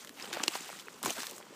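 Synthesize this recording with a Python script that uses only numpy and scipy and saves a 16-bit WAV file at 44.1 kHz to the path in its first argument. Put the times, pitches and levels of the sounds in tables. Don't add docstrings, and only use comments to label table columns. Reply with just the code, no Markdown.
import sys
import numpy as np
from scipy import signal
from scipy.fft import rfft, irfft
from scipy.io import wavfile
from scipy.ndimage import uniform_filter1d

SR = 44100
rng = np.random.default_rng(int(sys.argv[2]) if len(sys.argv) > 2 else 0)


def generate_wav(sig):
    pcm = np.round(np.clip(np.atleast_2d(sig).T, -1, 1) * 32767).astype(np.int16)
    wavfile.write(sys.argv[1], SR, pcm)


def gain_from_db(level_db):
    decades = np.asarray(level_db, float) / 20
    return 10 ** decades


N = 68355

# pitch_hz, level_db
BREEZE_COLOUR = [(15, -60), (25, -30), (75, -16), (178, -1.5), (509, -5), (722, -16.5), (1050, -10.5),
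                 (7700, -21), (15500, -51)]
# pitch_hz, level_db
MAT_COLOUR = [(60, 6), (120, -8.5), (200, -3), (350, -0.5), (600, -3), (1100, -7), (2200, -16.5),
              (5000, -28.5)]
# pitch_hz, level_db
BLADE_COLOUR = [(700, -3.5), (1500, -1), (3000, -0.5), (5000, -2), (8300, -1.5), (9500, -7), (12000, -9),
                (15500, -9)]
# time_s, level_db
WEIGHT = [(0, -59), (.1, -55.5), (.15, -54), (.25, -51), (.34, -49.5), (.42, -48.5), (.5, -55), (.7, -58.5),
          (.82, -59.5), (1.024, -55), (1.061, -41.5), (1.113, -39), (1.141, -65.5), (1.186, -44),
          (1.241, -66), (1.332, -49.5), (1.47, -59.5), (1.53, -56)]
# time_s, level_db, brightness_db_per_octave
SWEEP = [(0, -48.5, -1), (.13, -64.5, 2.5), (0.202, -46, -3), (.3, -50.5, -2), (.345, -42, -5),
         (.42, -45.5, -4), (.47, -49.5, -1), (0.542, -39.5, -1.5), (.63, -46, -1), (.8, -51, -1.5),
         (.84, -58, 0), (1.028, -57, 0), (1.03, -40, -1.5), (1.11, -41.5, 0), (1.145, -44, 0.5),
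         (1.206, -41.5, -0.5), (1.39, -57, 2), (1.43, -58.5, -2.5)]
# start_s, peak_db, pitch_hz, length_ms
THUDS = [(0.1086, -47.5, 346, 1.3), (0.2393, -42.5, 472, 5.9), (0.2797, -62, 325, 3.5),
         (0.3138, -44, 313, 4), (0.3278, -41, 335, 32), (0.3693, -42, 510, 9.6), (0.4014, -37.5, 263, 3.2),
         (0.4362, -37, 364, 7.9), (0.4802, -29, 332, 3.2), (0.5526, -41.5, 380, 4.4),
         (0.6075, -41, 296, 1.6), (0.9433, -50.5, 410, 6.3), (1.0438, -33, 206, 4.9),
         (1.0585, -34, 381.5, 20), (1.0755, -34, 326, 4), (1.1089, -43, 310, 3.2), (1.182, -42, 234, 11),
         (1.3203, -42.5, 377, 4.4), (1.3315, -44, 400, 2.7), (1.5056, -44, 305, 4.7),
         (1.5215, -45, 390, 9.6), (1.5285, -43.5, 460, 3), (0.1, -47, 246, 6.6), (0.868, -45, 426, 10)]
# start_s, peak_db, pitch_hz, length_ms
KNOCKS = [(0.0475, -40, 1550, 1.1), (0.0932, -40, 1780, 2.1), (0.1976, -46, 1900, 2.7),
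          (0.3133, -38.5, 870, 3.1), (0.3302, -30, 1420, 0.74), (0.337, -33.5, 1510, 5),
          (0.3695, -30, 607, 4.5), (0.3978, -31, 1620, 2.5), (0.4028, -28, 1180, 2.8),
          (0.4361, -30, 840, 3.5), (0.4802, -24.5, 1130, 1.8), (0.5386, -41, 1210, 6.4),
          (0.5539, -26, 930, 1.1), (0.5591, -33.5, 1000, 2.2), (0.6911, -37, 856, 3.8),
          (0.701, -35.5, 814, 1.4), (0.7292, -36.5, 1280, 0.56), (0.8836, -31.5, 1420, 0.97),
          (1.0292, -37.5, 1180, 2), (1.0362, -28.5, 960, 0.51), (1.0602, -20.5, 1036, 2.4),
          (1.0765, -35, 900, 1.9), (1.202, -35.5, 1730, 2.8), (1.2324, -31.5, 1050, 1.3),
          (1.2417, -37, 1260, 0.51), (1.268, -41, 1770, 6.7), (1.3796, -43.5, 1190, 2.2),
          (1.4022, -43.5, 676, 1), (1.4111, -41.5, 1280, 1.1), (1.4681, -47, 1100, 1),
          (0.2435, -40, 725, 1.5), (0.2762, -42, 880, 1.3), (0.2965, -50, 1090, 2.6),
          (1.0628, -40.5, 1060, 4), (1.0657, -35.5, 850, 3.6), (1.1812, -40, 970, 3.1),
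          (1.1865, -39.5, 960, 1.5), (1.283, -43.5, 1060, 2.6), (1.3315, -48, 1130, 2),
          (1.4265, -42, 1910, 2)]
# start_s, peak_db, centre_hz, length_ms
SNAPS = [(0.0476, -39.5, 6700, 0.39), (0.0727, -41.5, 2870, 1), (0.0933, -37.5, 4030, 0.21),
         (0.1985, -44, 3740, 2.7), (0.2225, -47, 4820, 2), (0.2552, -41, 3000, 1.1),
         (0.3284, -30.5, 3660, 2.45), (0.3363, -32.0, 4550, 1.5), (0.3465, -36, 4930, 0.83),
         (0.4322, -32.5, 3290, 2.7), (0.4605, -42, 5140, 0.78), (0.4754, -38, 2670, 1.3),
         (0.5533, -36, 4780, 1.6), (0.6079, -49, 6050, 1.5), (0.7292, -42, 6200, 0.33),
         (0.7891, -40.5, 3040, 0.8), (0.7963, -40.5, 3450, 3.1), (1.0293, -27, 7400, 0.55),
         (1.0357, -36, 3960, 0.95), (1.0491, -27, 6900, 0.37), (1.058, -25.5, 6980, 1.16),
         (1.0773, -37, 7000, 1.6), (1.0955, -30, 2880, 3.1), (1.2028, -33, 4120, 1.5),
         (1.2195, -38, 5570, 1.0), (1.2324, -32.5, 4300, 0.25), (1.2687, -34, 5400, 0.45),
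         (1.2969, -38, 5340, 0.57), (1.3108, -36, 7600, 0.37), (1.3812, -39, 6500, 0.69)]
# start_s, peak_db, centre_hz, length_ms
TICKS = [(0.009, -42.5, 6160, 0.44), (0.1421, -46, 6600, .5), (0.1755, -46.5, 2800, 1),
         (0.1982, -34.5, 2430, 0.66), (0.2035, -39.5, 2310, 1), (0.2095, -36, 3950, 0.44),
         (0.2245, -32, 5080, 1.7), (0.2435, -36, 3080, 2.2), (0.2475, -40, 7050, .6),
         (0.2752, -40, 3540, 0.45), (0.2957, -45, 4040, .6), (0.3018, -41.5, 7970, .3),
         (0.3125, -45, 3500, 0.46), (0.3705, -41, 4650, 0.91), (0.4185, -40, 6000, .6),
         (0.4361, -19.5, 6280, .45), (0.4815, -22.5, 2900, 1.2), (0.537, -34.5, 4970, 1.7),
         (0.5595, -36, 2000, 0.19), (0.6075, -33.5, 7160, 1.4), (0.6905, -40, 2620, 1.2),
         (0.8719, -45.5, 2550, 3.7), (0.9428, -45, 4720, 1.1), (1.0295, -28, 8540, 0.26),
         (1.031, -33, 8150, 1), (1.0635, -29.5, 7060, 1), (1.0655, -29, 6600, 1), (1.078, -30, 6150, 1.2),
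         (1.1005, -30, 8900, .6), (1.1052, -23.5, 6300, 1.0), (1.1095, -31, 2870, 1),
         (1.1822, -34, 3460, .4), (1.242, -35.5, 2320, 0.35), (1.2425, -45, 8100, .4),
         (1.2685, -23.5, 4200, 0.082), (1.2735, -45, 7500, .6), (1.3037, -40, 2500, 0.43),
         (1.3037, -39, 6750, .4), (1.362, -42.5, 7630, 5.1), (1.4025, -46, 5400, 0.55),
         (1.415, -45.5, 4470, 1), (1.4995, -62, 5100, 1), (0.0933, -40.5, 9500, .4),
         (0.8835, -46, 7500, .5)]
# start_s, peak_db, first_hz, second_hz, third_hz
THICK_STALKS = [
    (0.4366, -15, 7540, 2820, 4970),
    (0.4797, -9.5, 4330, 2860, 7630),
    (1.1049, -20.5, 6900, 3100, 11100),
]


def walk(rate):
    hold = int(SR / rate)
    steps = np.repeat(rng.standard_normal(N // hold + 1), hold)
    smooth = uniform_filter1d(uniform_filter1d(steps, hold), hold)
    return 1.3 * smooth[:N]


def unit(x):
    return x / np.sqrt(np.mean(x ** 2))


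def bands(x, colour, flicker_db, rate, tilt_db=0.):
    octave = np.log2(np.arange(N // 2 + 1) * SR / N + 1)
    pitch_hz, level_db = np.array(colour).T
    spectrum = rfft(x) * gain_from_db(np.interp(octave, np.log2(pitch_hz), level_db, left=-90))
    out = 0
    for middle in np.arange(4.5, 14.6, .5):
        share = np.clip(1 - 2 * abs(octave - middle), 0, 1)
        band = irfft(spectrum * share, N)
        out = out + band * gain_from_db(flicker_db * walk(rate) + tilt_db * (middle - np.log2(3000)))
    return out


def clicks(per_s, scatter_db, tail_ms):
    when = rng.random(N)
    size = np.minimum(rng.exponential(size=N), 2.8)
    power = (when < per_s / SR) * gain_from_db(2 * scatter_db * size)
    fade = np.exp(-1000 / (SR * tail_ms))
    return rng.standard_normal(N) * np.sqrt(signal.lfilter([1], [1, -fade], power))


def cracks(table, q, rough, broad_db, rise, fall, tail_db, soft):
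    length = 2048
    out = np.zeros(N + length)
    t = np.arange(length) / SR
    noise = rng.standard_normal((40, 2, length))
    for (start_s, peak_db, hz, length_ms), (ring_noise, crackle_noise) in zip(table, noise):
        u = t * 1000 / length_ms
        tail = gain_from_db(tail_db) * np.exp(-u / (5 * fall))
        env = (1 - np.exp(-u / rise)) * (np.exp(-u / fall) + tail)
        clean = np.sin(2 * np.pi * hz * t) * np.sqrt(2)
        noisy = unit(signal.lfilter(*signal.iirpeak(hz, q, fs=SR), ring_noise))
        body = (1 - rough) * clean + rough * noisy
        soften = np.concatenate(signal.iirpeak(hz, soft, fs=SR))
        puff = signal.sosfilt([soften, soften], env * body)
        puff = puff + gain_from_db(broad_db) * env * np.diff(crackle_noise, prepend=0)
        peak = np.sqrt(2 * uniform_filter1d(puff ** 2, int(SR / hz) + 12).max())
        i = int(start_s * SR)
        out[i:i + length] += puff * gain_from_db(peak_db) / peak
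    return out[:N]


def breeze():
    air = bands(rng.standard_normal(N), BREEZE_COLOUR, flicker_db=1.2, rate=13.1)
    return unit(air) * gain_from_db(-59.5)


def jolts(t):
    time_s, level_db = np.array(WEIGHT).T
    low_band = signal.butter(2, [30, 90], "bandpass", fs=SR)
    rumble = unit(signal.lfilter(*low_band, rng.standard_normal(N)))
    jolt_db = -35.5 + np.interp(t, time_s, level_db) + 3.7 * walk(27.3)
    return rumble * (gain_from_db(-123) + gain_from_db(jolt_db))


def thuds():
    return gain_from_db(-0.5) * cracks(THUDS, q=7.9, rough=.4, broad_db=-53, rise=0.23, fall=0.46,
                              tail_db=-25.5, soft=.55)


def mat(t):
    time_s, level_db = np.array(WEIGHT).T
    grain = clicks(per_s=1200, scatter_db=0, tail_ms=0.71)
    crunch = unit(bands(grain, MAT_COLOUR, flicker_db=5.25, rate=70))
    return crunch * gain_from_db(np.interp(t, time_s, level_db) + 0.68 * walk(39.8))


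def knocks():
    return gain_from_db(0.5) * cracks(KNOCKS, q=0.91, rough=.5, broad_db=-29, rise=0.093, fall=0.47,
                             tail_db=-31, soft=.5)


def stalks():
    rise_ms, ring_ms, tail_ms = .3, .85, 3.8
    length = 1024
    out = np.zeros(N)
    t = np.arange(length) / SR
    ms = t * 1000
    noise = rng.standard_normal((6, length))
    splinter_band = signal.butter(2, [1500, 8000], "bandpass", fs=SR)
    for (start_s, peak_db, *modes_hz), crackle in zip(THICK_STALKS, noise):
        ring = sum(gain_from_db(db) * np.sin(2 * np.pi * hz * t) for db, hz in zip((0, -1.5, -9), modes_hz))
        ring = ring * (1 - np.exp(-(ms / rise_ms) ** 2)) * np.exp(-ms / ring_ms)
        splinter_env = np.exp(-ms / tail_ms) * np.minimum(ms / rise_ms, 1) ** 2
        splinters = signal.lfilter(*splinter_band, crackle * splinter_env)
        i = int(start_s * SR)
        out[i:i + length] += gain_from_db(peak_db) * (ring + gain_from_db(-10) * splinters)
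    return out


def snaps():
    return gain_from_db(2.5) * cracks(SNAPS, q=0.86, rough=0.72, broad_db=-16, rise=0.11, fall=0.92,
                             tail_db=-2.5, soft=.35)


def ticks():
    return cracks(TICKS, q=3, rough=.35, broad_db=-22, rise=.1, fall=.7, tail_db=-16, soft=.7)


def blades(t):
    time_s, level_db, brightness_db = np.array(SWEEP).T
    grain = clicks(per_s=6500, scatter_db=3, tail_ms=0.57)
    tilt_db = np.interp(t, time_s, brightness_db)
    swish = unit(bands(grain, BLADE_COLOUR, flicker_db=2.0, rate=170, tilt_db=tilt_db))
    return swish * gain_from_db(np.interp(t, time_s, level_db) + .9 * walk(89.7))


def scene():
    t = np.arange(N) / SR
    return (blades(t) + mat(t) + snaps() + stalks() + knocks() + thuds() + breeze() + ticks())[None]


def band_limit(x):
    return signal.sosfilt(signal.butter(12, 16470, fs=SR, output="sos"), x)


def record(dry):
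    bass_cut = signal.butter(4, 140, "highpass", fs=SR, output="sos")
    top_cut = signal.ellip(10, .5, 42, 15330, fs=SR, output="sos")
    mix = signal.sosfilt(bass_cut, dry) + jolts(np.arange(N) / SR)
    mix = signal.sosfilt(top_cut, mix)
    return band_limit(mix)


dry = scene()
out = record(dry)
generate_wav(out)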